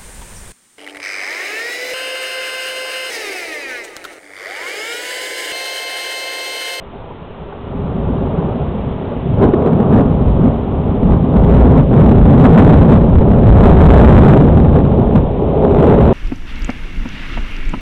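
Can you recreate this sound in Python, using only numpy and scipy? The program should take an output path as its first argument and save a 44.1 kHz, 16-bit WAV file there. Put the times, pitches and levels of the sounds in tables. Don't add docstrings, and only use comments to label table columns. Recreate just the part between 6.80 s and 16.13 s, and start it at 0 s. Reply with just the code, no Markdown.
import sys
import numpy as np
from scipy import signal
from scipy.fft import rfft, irfft, next_fast_len
from scipy.io import wavfile
from scipy.ndimage import uniform_filter1d

SR = 44100
rng = np.random.default_rng(int(sys.argv[2]) if len(sys.argv) > 2 else 0)


def unload_audio(sound):
    columns = np.transpose(np.atleast_2d(sound))
    steps = np.round(np.clip(columns, -1, 1) * 32767)
    wavfile.write(sys.argv[1], SR, steps.astype(np.int16))


def voltage_ratio(level):
    return 10 ** (np.asarray(level, float) / 20)


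N = 411453

# (time of the peak [s], peak level [dB], pitch [Hz])
BOOMS = [(1.068, -23, 139), (1.272, -11, 96), (2.081, -12, 132), (2.504, -5, 140.6), (2.545, -6, 103.3),
         (2.602, -7.5, 116), (3.413, -8, 121.5), (3.515, -9.5, 58), (3.539, -7, 135), (4.594, 0.5, 58.3),
         (4.636, -5, 143.3), (4.707, -0.8, 61.6), (4.774, -0.5, 137), (4.822, 3, 58.7), (4.996, 5.5, 145.4),
         (5.437, 2, 51.8), (5.617, 7.5, 143.5), (5.997, 6.5, 94), (6.384, 5, 80.2), (6.676, 8.5, 109.6),
         (6.769, 2.5, 105.1), (7.004, 6, 81.2), (7.183, 10, 64.5), (7.279, 12, 73.2), (7.369, 10, 104.2),
         (7.5, 12, 144.4), (7.77, 3.5, 154), (7.84, 1, 157), (8.058, -5, 134), (8.382, -3, 154.8)]
# (time of the peak [s], peak level [dB], pitch [Hz])
CLAPS = [(0.424, -24, 164), (0.622, -22, 176), (0.986, -18, 164), (1.189, -9.5, 216), (1.306, -6.5, 250),
         (1.588, -10, 175), (1.647, -16, 164), (1.955, -14, 209), (2.653, 1.5, 288), (3.009, -1.5, 214),
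         (3.143, 0.3, 217.6), (3.611, -1.5, 161.5), (3.678, -1.5, 264), (4.235, -0.5, 241.4),
         (4.262, -2, 198.6), (4.426, -4, 177), (4.563, 3.5, 209), (5.196, 2.5, 169), (5.218, 3.7, 190),
         (5.482, 4, 222.8), (5.657, 12, 249.2), (5.741, 10, 154.1), (5.79, 12, 203.2), (6.126, 4.5, 234.4),
         (6.518, 0, 232), (7.25, 10, 234.7), (7.325, 9.5, 166.7), (7.968, 1, 249.7), (8.354, 2.5, 224.5),
         (8.995, 1, 158)]
# (time of the peak [s], peak level [dB], pitch [Hz])
KNOCKS = [(0.142, -24, 700), (0.243, -25, 453), (0.274, -30, 589), (0.602, -26, 700), (1.69, -11, 417),
          (1.952, -15, 490), (2.62, -1.5, 388), (2.634, 0, 394), (2.742, 4.5, 360.5), (2.838, -8.5, 396),
          (3.001, -5, 466), (3.127, -3, 410), (3.208, -5, 260), (3.257, -7, 243), (3.704, -10, 620),
          (4.232, -7.5, 493), (7.112, 3.5, 444), (7.572, -0.5, 379.5), (7.978, -4.5, 397), (8.19, -6, 383),
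          (8.295, -5, 436), (8.625, -6, 374), (8.773, -9, 438), (8.842, -4.5, 418), (8.904, -4, 452),
          (9.028, -0.1, 393), (9.081, -1.5, 481), (9.119, -4, 422), (9.187, -0.5, 424)]
# (time of the peak [s], peak level [dB], pitch [Hz])
SNAPS = [(2.641, 4.5, 353), (2.69, 2.5, 260), (2.863, 1, 377), (2.932, 0.5, 214.6), (3.175, 0, 228),
         (3.163, 0, 255.6), (3.596, -3, 292), (3.657, 2, 247), (4.747, 1.5, 185.6), (4.912, 3, 174.8),
         (4.997, 5, 181.7), (5.237, -0.5, 331), (5.316, 0.5, 226), (5.652, 7, 236.7), (5.78, 10.5, 225),
         (5.917, 6, 177), (6.02, 5.5, 220.3), (6.09, 2, 172.7), (6.14, 5, 230), (6.84, 6.5, 177),
         (7.04, 8.5, 179.8), (7.105, 2, 412), (7.536, 4.5, 458), (8.198, 0.2, 240), (8.357, 2, 219.7),
         (8.851, -1, 420), (8.948, 0.8, 561), (9.043, 5, 397), (9.098, 3.5, 168.7), (9.293, -4.5, 421)]
# (time of the peak [s], peak level [dB], pitch [Hz])
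TICKS = [
    (.225, -31, 980),
    (.245, -34, 810),
    (.312, -28, 980),
    (.727, -28, 820),
    (.729, -34, 1480),
]


def claps():
    mix = thunder()
    fall_in_step(mix, BOOMS + CLAPS + KNOCKS, cycles=6.7, trim_db=-5.5)
    fall_in_step(mix, SNAPS, cycles=3.2, trim_db=-4.5)
    fall_in_step(mix, TICKS, cycles=13.0, trim_db=-1.0)
    fall_in_step(mix, lesser_claps(), cycles=6.0, trim_db=-6.0)
    return mix


# (time [s], roll level [dB], sharpness [dB])
ROLL = [(0.0, -41, 10.5), (0.75, -37.5, 9), (0.98, -23.5, 1), (1.4, -19.5, 3.5), (2.35, -25, 2.5),
        (2.6, -16.5, 5), (3.3, -15, 0.5), (3.9, -21, 4), (4.45, -15, -2), (4.72, -8.5, 0), (5.6, -5, -2),
        (6.35, -11, 0.5), (7.25, -1, 1), (7.7, -7.5, 0), (8.3, -15.5, 3), (8.56, -21, 6.5), (8.95, -14, 11),
        (9.33, -12.5, 7.5)]
# (frequency [Hz], level per Hz [dB])
ROLL_COLOUR = [(4, -16), (33, -8.5), (58, -1.5), (100, -1.5), (230, -2.5), (275, -7), (320, -12),
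               (470, -14.5), (620, -16), (850, -19), (1150, -26), (1400, -35.5), (1800, -49.5), (2800, -67)]
SIZE_EDGES = [89.1, 321, 700]
# (frequency [Hz], width [Hz], level [dB])
PORCH = [
    (55.7, 18, 2),
    (154, 27, 2.3),
    (403.3, 65, 4.5),
]
# (time [s], swell level [dB], half length [s])
PEALS = [(0.2, 2.5, 0.094), (1.39, -0.5, .06), (1.61, 2.5, 0.042), (1.76, 0.5, .04), (2.64, 5.5, 0.037),
         (2.75, -2, 0.036), (2.93, 2, 0.061), (3.15, 5.5, 0.091), (3.49, 2, 0.034), (3.66, 7, 0.065),
         (3.92, 2, 0.036), (4.1, 3.5, 0.039), (4.32, 7.5, .06), (4.99, 1.5, 0.052), (5.065, -10.5, .045),
         (5.21, 1.5, 0.037), (5.53, 0.5, 0.077), (5.9, 6.5, 0.12), (6.03, -0.5, .04), (6.14, 5, .06),
         (6.63, -2, .04), (6.69, 5, 0.03), (7.38, 2, 0.078), (7.47, -1, 0.032), (7.53, 3.5, 0.06),
         (8.22, 3, 0.032), (8.37, 5.5, .04), (8.98, 0, .04), (9.11, 4, .04), (9.24, 3, 0.13)]
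# (time [s], swell level [dB], half length [s])
HEAVES = [(0.2, 4, 0.25), (0.63, 7, .08), (1.28, 3.5, 0.062), (1.65, -3, 0.15), (1.85, 4, .04),
          (2.11, 3, 0.065), (2.21, -10, 0.06), (2.95, -10, 0.18), (3.49, 6.5, 0.087), (4.0, 6.5, 0.05),
          (4.29, 6.5, 0.088), (4.5, -5.5, 0.093), (4.78, 3.5, 0.11), (5.13, -5, .06), (5.39, 5.5, 0.037),
          (5.56, -6, .07), (5.95, 4, 0.089), (6.38, 11, 0.046), (6.64, -4, 0.026), (6.7, 11.5, 0.045),
          (6.86, 11, 0.056), (7.08, 9, .07), (7.38, 4.5, .07), (7.47, -5, 0.023), (7.76, 3.5, .05),
          (7.91, 6.5, .05), (8.35, 4.5, 0.09), (8.53, 4, 0.14), (8.98, 2.5, .05), (9.25, 3, .08)]
# (time [s], swell level [dB], half length [s])
TEARS = [(0.31, 2, .05), (0.73, 3, 0.064), (1.7, 3, 0.038), (2.31, 5.5, .05), (2.5, -4, 0.1),
         (2.64, 4.5, 0.048), (2.76, 3.5, .04), (2.87, 4.5, .06), (3.02, 3.5, 0.044), (3.19, 6, .04),
         (3.68, -1, .04), (4.57, 4.5, .04), (4.85, 2, .1), (5.09, -2.5, .04), (5.21, 1, 0.026),
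         (5.44, -3, 0.089), (5.66, 4.5, 0.034), (5.79, 6, 0.036), (6.13, 1, 0.05), (6.66, -2, .04),
         (6.85, 5.5, .04), (7.15, 3, .06), (7.45, 2, .05), (7.97, 3, 0.035), (8.2, 3, 0.037),
         (8.37, 2, 0.026), (8.6, 1.5, 0.11), (8.78, 2.5, .03), (8.85, 2.5, .03), (9.04, 2, 0.022)]


def thunder():
    diffuse = rng.standard_normal(N)
    shocks = arrivals(1400, spread_db=2.4, tail_s=0.042) + 1.1 * diffuse
    shocks = coloured(shocks, lambda hz: shape(ROLL_COLOUR)(hz) * porch_boom(hz))
    below = [coloured(shocks, lambda hz: 1 / (1 + (hz / edge) ** 9)) for edge in SIZE_EDGES]
    deep, roll, crack, crackle = np.diff([0 * shocks] + below + [shocks], axis=0)
    crackle = through_air(crackle)

    t = np.arange(N) / SR
    s, roll_points, sharp_points = np.transpose(ROLL)
    roll_db = np.interp(t, s, roll_points)
    sharp_db = np.interp(t, s, sharp_points)
    peal_db, tear_db = swells(PEALS), swells(TEARS)

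    deep_db = 2 + 0.5 * peal_db + swells(HEAVES)
    crack_db = 0.64 + 0.54 * peal_db + 0.88 * sharp_db + 0.9 * tear_db
    crackle_db = -3 + 0.8 * peal_db + 0.44 * sharp_db + 0.91 * tear_db
    crackle_db -= 0.33 * (roll_db + 11)

    mix = voltage_ratio(peal_db) * steadied(roll, 0.035, 0.96)
    mix += voltage_ratio(deep_db) * steadied(deep, 0.12, 1.0)
    mix += voltage_ratio(crack_db) * steadied(crack, 0.081, 0.16)
    mix += voltage_ratio(crackle_db) * steadied(crackle, 0.12, 0.67)
    return voltage_ratio(roll_db) * mix / np.std(roll)


def porch_boom(hz):
    return voltage_ratio(sum(db / (1 + (2 * (hz - f) / width) ** 2) for f, width, db in PORCH))


def through_air(crackle):
    top = coloured(crackle, lambda hz: 1 - 1 / (1 + (hz / 1150) ** 6))
    top_db = 7 - 1.43 * np.arange(N) / SR
    return crackle + (voltage_ratio(top_db) - 1) * top


def lesser_claps():
    per_s, over_roll_db, low_hz, high_hz = 7, 7.5, 139.4, 260
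    start = np.arange(0.1, N / SR - .2, 1 / per_s)
    place, size, pitch = rng.random((len(start), 3)).T
    s = start + place / per_s
    roll_db = np.interp(s, *np.transpose(ROLL)[:2])
    peal_db = swells(PEALS)[(s * SR).astype(int)]
    db = roll_db + peal_db + over_roll_db + 4 * size
    return np.transpose([s, db, low_hz * (high_hz / low_hz) ** pitch])


def fall_in_step(mix, events, cycles, trim_db):
    for s, db, hz in events:
        u = np.arange(-cycles / 2, cycles / 2, hz / SR)
        part = mix[round(s * SR) - len(u) // 2:][:len(u)]
        burst = (np.exp(2j * np.pi * u) * np.hanning(len(u)))[:len(part)]
        in_step = np.exp(-1j * np.angle(burst @ part))
        part += voltage_ratio(db + trim_db) * (burst * in_step).real


# (frequency [Hz], level per Hz [dB])
RAIN_COLOUR = [(300, -11), (900, 10), (1500, 2.5), (2200, 1), (3000, 1), (3600, -2.5), (4700, -7.5)]
# (time [s], level [dB])
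RAIN_SWELL = [(0, -1.5), (1, 0.5), (2, 3), (2.999, 2), (4.2, 1.5), (8, 2), (8.6, 2.1), (9.33, 5.5)]


def rain():
    drops = rng.standard_normal(N) + .5 * arrivals(1500, spread_db=1.6, tail_s=0.021)
    swell_db = np.interp(np.arange(N) / SR, *np.transpose(RAIN_SWELL))
    return voltage_ratio(-44 + swell_db) * evened(coloured(drops, shape(RAIN_COLOUR)))


def wind():
    swings = rng.standard_normal(N)
    return voltage_ratio(-42.5) * evened(coloured(swings, lambda hz: hz / (hz + 6) / (1 + (hz / 24) ** 4)))


def arrivals(per_s, spread_db, tail_s, count=8):
    t, out = np.arange(SR // 8) / SR, np.zeros(N)
    happens = rng.random(N) < per_s / SR
    size = voltage_ratio(spread_db * np.minimum(rng.exponential(1, N), 5)) * happens
    path = rng.integers(0, count, N)
    for k in range(count):
        tail = rng.standard_normal(len(t)) * voltage_ratio(-60 * t / tail_s)
        clicks = size * (path == k) * rng.choice([-1, 1], N)
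        out += signal.oaconvolve(clicks, tail)[:N]
    return evened(out)


def swells(rows):
    t = np.arange(0, N, 64) / SR
    total_db = sum(db * np.exp(-((t - s) / half) ** 2) for s, db, half in rows)
    return np.interp(np.arange(N) / SR, t, total_db)


def steadied(x, span_s, share):
    span = int(span_s * SR)
    power = abs(uniform_filter1d(uniform_filter1d(x ** 2, span), span))
    swell = (power / np.mean(power) + 0.025) ** (np.clip(share, 0, 1) / 2)
    return np.std(x) * evened(x / swell)


def evened(x):
    return x / np.sqrt(np.mean(x ** 2) + 1e-20)


def coloured(x, gain):
    size = next_fast_len(len(x))
    hz = np.fft.rfftfreq(size, 1 / SR) + .01
    return irfft(rfft(x, size) * gain(hz), size)[:len(x)]


def shape(points):
    f, db = np.transpose(points)
    return lambda hz: voltage_ratio(np.interp(np.log(hz), np.log(f), db, left=-60, right=-80))


def scene():
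    return (claps() + rain() + wind())[None]


def low_pass(x):
    return signal.sosfilt(signal.butter(12, 16100, fs=SR, output="sos"), x)


def record(dry):
    up, down = 441, 80
    first_clip, second_clip, offset = .706, .7071, .0055
    slow = signal.resample_poly(dry + offset, down, up, axis=1, padtype="reflect")
    slow = np.clip(slow, -first_clip, first_clip - .004)
    grain = rng.standard_normal(slow.shape) * (abs(slow) < .7)
    slow += voltage_ratio(-45.5) * abs(slow) ** .5 * grain
    smooth = signal.firwin(32 * up + 1, 4000, window=("kaiser", 9), fs=8000 * up)
    full = signal.resample_poly(slow, up, down, axis=1, window=smooth, padtype="reflect")[:, :N]
    ending = np.clip((N - np.arange(N)) / 160, 0, 1)
    return low_pass(ending * np.clip(full, -second_clip, second_clip))


dry = scene()
out = record(dry)
unload_audio(out)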